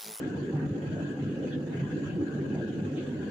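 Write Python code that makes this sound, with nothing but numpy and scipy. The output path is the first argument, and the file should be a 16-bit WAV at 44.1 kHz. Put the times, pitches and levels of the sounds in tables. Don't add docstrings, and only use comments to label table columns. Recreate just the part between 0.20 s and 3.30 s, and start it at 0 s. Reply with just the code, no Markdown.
import sys
import numpy as np
from scipy import signal
from scipy.fft import rfft, irfft
from scipy.io import wavfile

SR = 44100
rng = np.random.default_rng(int(sys.argv[2]) if len(sys.argv) > 2 else 0)


def int16_out(signal):
    q = np.round(np.clip(np.atleast_2d(signal).T, -1, 1) * 32767)
    wavfile.write(sys.argv[1], SR, q.astype(np.int16))


N = 136710
HZ = np.maximum(np.arange(N // 2 + 1) * SR / N, 1)

# t/s, level/dB
TREBLE_CONTOUR = [(0.0, -58.5), (0.26, -63), (0.53, -66), (0.71, -60.5), (1.06, -61), (1.34, -59),
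                  (1.42, -66), (1.57, -59), (1.7, -61), (1.82, -60), (2.0, -63), (2.16, -64), (2.34, -59.5),
                  (2.53, -61), (2.64, -63), (2.8, -58), (2.96, -64), (3.05, -59)]


def drone(low_cut_hz=36, high_cut_hz=700, sub_top_hz=89, bass_top_hz=194):
    # f/Hz, relative level/dB
    spectrum = [(22, -28), (59, -25.5), (86, -13), (147, -4.5), (297, -1.5), (454, -10.5), (493, -14),
                (631, -24.5), (755, -29), (1100, -30), (1430, -33), (2420, -120)]
    # f/Hz, width/Hz, level/dB
    cabin_modes = [(101.3, 13, -50), (144.9, 15.2, -40), (287, 24.3, -45), (497.5, 6.8, -54.5),
                   (535.7, 9.3, -57.5), (567, 33, -61.5)]
    # t/s, level/dB
    bass_contour = [(0.0, -41), (0.21, -34.5), (0.26, -45), (0.34, -33.5), (0.47, -32), (0.61, -45.5),
                    (0.71, -27.5), (0.97, -48), (1.02, -32.5), (1.23, -41.5), (1.41, -34), (1.49, -42),
                    (1.62, -28), (1.69, -38.5), (1.76, -35.5), (2.02, -32.5), (2.08, -43), (2.17, -36.5),
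                    (2.64, -37.5), (2.78, -42), (3.05, -39)]
    # t/s, level/dB
    body_contour = [(0.0, -33), (0.59, -33), (0.63, -36.5), (1.51, -32), (1.56, -38), (1.69, -43.5),
                    (1.75, -26.5), (1.9, -42), (2.0, -37), (2.17, -34.5), (2.25, -28.5), (3.05, -34.5)]
    band = 1 / np.sqrt(1 + (HZ / high_cut_hz) ** 10 + (low_cut_hz / HZ) ** 10)
    rumble = undb(-33.5) * noise(undb(over_hz(spectrum)) * band)
    rumble += sum(undb(db) * noise(resonance(hz, width)) for hz, width, db in cabin_modes)
    lows = irfft(rfft(rumble) / (1 + (HZ / bass_top_hz) ** 10), N)
    sub = irfft(rfft(lows) / (1 + (HZ / sub_top_hz) ** 10), N)
    bass = (lows - sub) * swell(bass_contour, depth=0.88)
    body = eddies(rumble - lows, depth_db=2.5, rate_hz=26, low_hz=217.6, bands=16)
    return at_microphones(sub + bass + body * swell(body_contour, depth=0.41))


def bumps(waver=0.0386, waver_hz=30):
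    # t/s, f/Hz, rise/s, decay/s, level/dB
    booms = [(0.335, 148, 0.0089, 0.076, -28), (0.508, 128, 0.012, 0.01, -29),
             (0.684, 151.2, 0.014, 0.027, -32), (2.614, 194, 0.002, 0.019, -27.5),
             (2.618, 104, 0.024, 0.032, -35)]
    t, out = np.arange(N) / SR, 0
    for start, hz, rise, decay, db in booms:
        age = np.maximum(t - start, 0)
        envelope = (1 - np.exp(-(age / rise) ** 2)) * np.exp(-age / decay)
        pitch = hz * (1 + waver * walk(waver_hz))
        cycles = np.cumsum(pitch) / SR + rng.random()
        out += undb(db) * envelope / envelope.max() * unit(np.sin(2 * np.pi * cycles))
    return out


def airflow():
    # f/Hz, relative left level/dB, relative right level/dB
    rush_spectrum = [(415, -38, -18), (634, -7, 8), (814, -1, 2.5), (1068, -6.5, -4.5), (1380, -5.5, -6),
                     (1950, -11.5, -3.5), (2170, -10, -21), (3500, -56, -49)]
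    # f/Hz, relative left level/dB, relative right level/dB
    hiss_spectrum = [(1510, -20.5, -7.5), (2400, -5, -6), (2620, -5.5, 3.5), (2970, -7, -5),
                     (3320, -5, -0.5), (3950, -14, -9.5), (4300, -18.5, -6), (4840, -16, -9),
                     (5100, -28, -16), (6470, -25, -7.5), (7540, -15, -28.5), (8200, -22.5, -30),
                     (12000, -61, -57)]
    # t/s, level/dB
    rush_contour = [(0.0, -53), (0.2, -55), (0.26, -60.5), (0.44, -49), (0.5, -60.5), (0.66, -55),
                    (0.71, -61), (0.77, -55), (1.19, -59.5), (1.33, -59), (1.39, -59.5), (1.56, -54.5),
                    (2.14, -57.5), (2.21, -55), (2.42, -61.5), (3.05, -57.5)]
    rush = noise(undb([over_hz(rush_spectrum, column) for column in (1, 2)]))
    hiss = noise(undb([over_hz(hiss_spectrum, column) for column in (1, 2)]))
    rush = undb(-51) * eddies(rush, depth_db=5, rate_hz=12.5, low_hz=552, bands=16)
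    hiss = undb(-59) * eddies(hiss, depth_db=3.5, rate_hz=14, low_hz=1916, bands=17)
    return rush * swell(rush_contour, depth=0.73) + hiss * swell(TREBLE_CONTOUR, depth=0.89)


def surges():
    # centre t/s, length/s, f/Hz, width/Hz, level/dB
    swishes = [(0.79, 0.085, 593, 119, -43.5), (1.108, 0.14, 2840, 110, -62.5),
               (1.242, 0.057, 460, 150, -38), (1.327, 0.033, 1653, 220, -47.5),
               (1.334, 0.032, 3360, 450, -51.5), (1.361, 0.054, 239, 49, -36),
               (1.903, 0.058, 2700, 595, -54.5), (2.01, 0.05, 328, 68.6, -28),
               (2.374, 0.069, 697, 220, -46), (0.355, 0.043, 785, 130, -47.5),
               (2.785, 0.035, 2950, 1000, -51.5)]
    t, out = np.arange(N) / SR, 0
    for centre, length, hz, width, db in swishes:
        bell = np.exp(-2 * ((t - centre) / length) ** 2)
        burst = noise(resonance(hz, width)) * bell
        out += undb(db) * burst * np.linalg.norm(bell) / np.linalg.norm(burst, axis=1, keepdims=True)
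    return at_microphones(out)


def wall():
    # f/Hz, width/Hz, left level/dB, right level/dB
    ring_modes = [(1515, 120, -55, -62), (1631, 65, -52, -68.5), (1708, 96, -59, -80.5)]
    # f/Hz, width/Hz, left level/dB, right level/dB
    treble_modes = [(2472, 52, -68.5, -77), (2812, 90, -66.5, -74.5), (2992, 60, -65, -72)]
    # f/Hz, width/Hz, left level/dB, right level/dB
    sizzle_modes = [(6720, 520, -90, -70), (6760, 55, -74, -73.5), (7280, 350, -78, -75.5)]
    # t/s, level/dB
    ring_contour = [(0.0, -49.5), (0.14, -50), (0.56, -61), (0.63, -54.5), (0.81, -49.5), (1.04, -56),
                    (1.32, -53), (1.4, -61.5), (1.54, -54.5), (1.92, -51.5), (1.99, -60), (2.08, -50),
                    (2.28, -55.5), (2.35, -50), (2.46, -50.5), (2.64, -58), (2.7, -54.5), (2.9, -57),
                    (3.05, -50.5)]
    # t/s, level/dB
    sizzle_contour = [(0.0, -67), (0.37, -70), (0.78, -67), (1.37, -73), (1.84, -65.5), (1.99, -74),
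                      (2.04, -66.5), (2.27, -70), (3.05, -68.5)]
    ring = panels(ring_modes, flutter_db=2.25, flutter_hz=12) * swell(ring_contour, depth=0.99)
    treble = panels(treble_modes, flutter_db=2.5, flutter_hz=54) * swell(TREBLE_CONTOUR, depth=1)
    sizzle = panels(sizzle_modes, flutter_db=2, flutter_hz=11) * swell(sizzle_contour, depth=1.4)
    return ring + treble + sizzle


def panels(modes, flutter_db, flutter_hz):
    return sum(noise(resonance(hz, width)) * undb([[left], [right]]) * flutter(flutter_db, flutter_hz)
               for hz, width, left, right in modes)


def ventilation():
    # f/Hz, relative level/dB
    spectrum = [(1000, -20.5), (4300, 2), (7400, -5.5), (10000, -6), (12500, -12.5), (15500, -11)]
    return undb(-71) * noise(undb(over_hz(spectrum)))


def eddies(x, depth_db, rate_hz, low_hz, bands):
    position = np.clip(8 * np.log2(HZ / low_hz), 0, bands - 1)
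    spectrum, out = rfft(x), 0
    for k in range(bands):
        triangle = np.maximum(1 - abs(position - k), 0)
        out += irfft(spectrum * triangle, N) * flutter(depth_db, rate_hz)
    return out


def reflections(x, echo_db, decay_s):
    tail = rng.standard_normal((2, N)) * np.exp(-np.arange(N) / SR / decay_s)
    response = rfft(tail) / np.linalg.norm(tail, axis=1, keepdims=True)
    return irfft(rfft(x) * (1 + undb(echo_db) * response), N) / np.hypot(1, undb(echo_db))


def at_microphones(x, right_lead_s=0.000092):
    # f/Hz, correlation
    likeness = [(220, 0.96), (350, 0.92), (480, 0.69), (620, 0.8), (900, 0.6)]
    # f/Hz, left minus right level/dB
    balance = [(50, -2.5), (145, -0.1), (300, -0.5), (470, -0.5), (1000, -0.5)]
    mid, side = rfft(x)
    correlation, sign = over_hz(likeness), np.array([[1], [-1]])
    pair = mid * np.sqrt((1 + correlation) / 2) + sign * side * np.sqrt((1 - correlation) / 2)
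    pan = undb(sign * over_hz(balance) / 2)
    delay = np.exp(-1j * np.pi * sign * HZ * right_lead_s)
    return irfft(pair * pan * delay, N)


def swell(contour, depth):
    times, levels = np.array(contour, float).T
    db = np.interp(np.arange(N) / SR, times, levels)
    return unit(undb(depth * (db - db.mean())))


def flutter(depth_db, rate_hz):
    return unit(undb(depth_db * walk(rate_hz)))


def walk(rate_hz):
    period = max(int(SR / rate_hz), 1)
    return unit(irfft(rfft(rng.standard_normal(N)) / (1 + (HZ * period / SR) ** 4), N))


def noise(response):
    return unit(irfft(rfft(rng.standard_normal((2, N))) * response, N))


def resonance(hz, width):
    return 1 / (1 + ((HZ / hz - hz / HZ) * hz / width / 2) ** 2) ** 2


def over_hz(table, column=1):
    rows = np.array(table, float)
    return np.interp(np.log(HZ), np.log(rows[:, 0]), rows[:, column])


def undb(db):
    return 10 ** (np.asarray(db) / 20)


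def unit(x):
    return x / np.sqrt(np.mean(x ** 2))


def scene(buffet_db=1.0, buffet_hz=55):
    air = reflections(airflow() + ventilation(), echo_db=-9, decay_s=0.015)
    return drone() + bumps() + surges() + (air + wall()) * undb(buffet_db * walk(buffet_hz))


def record(dry):
    return signal.sosfilt(signal.ellip(10, 0.1, 80, 15500, fs=SR, output="sos"), dry)


dry = scene()
out = record(dry)
int16_out(out)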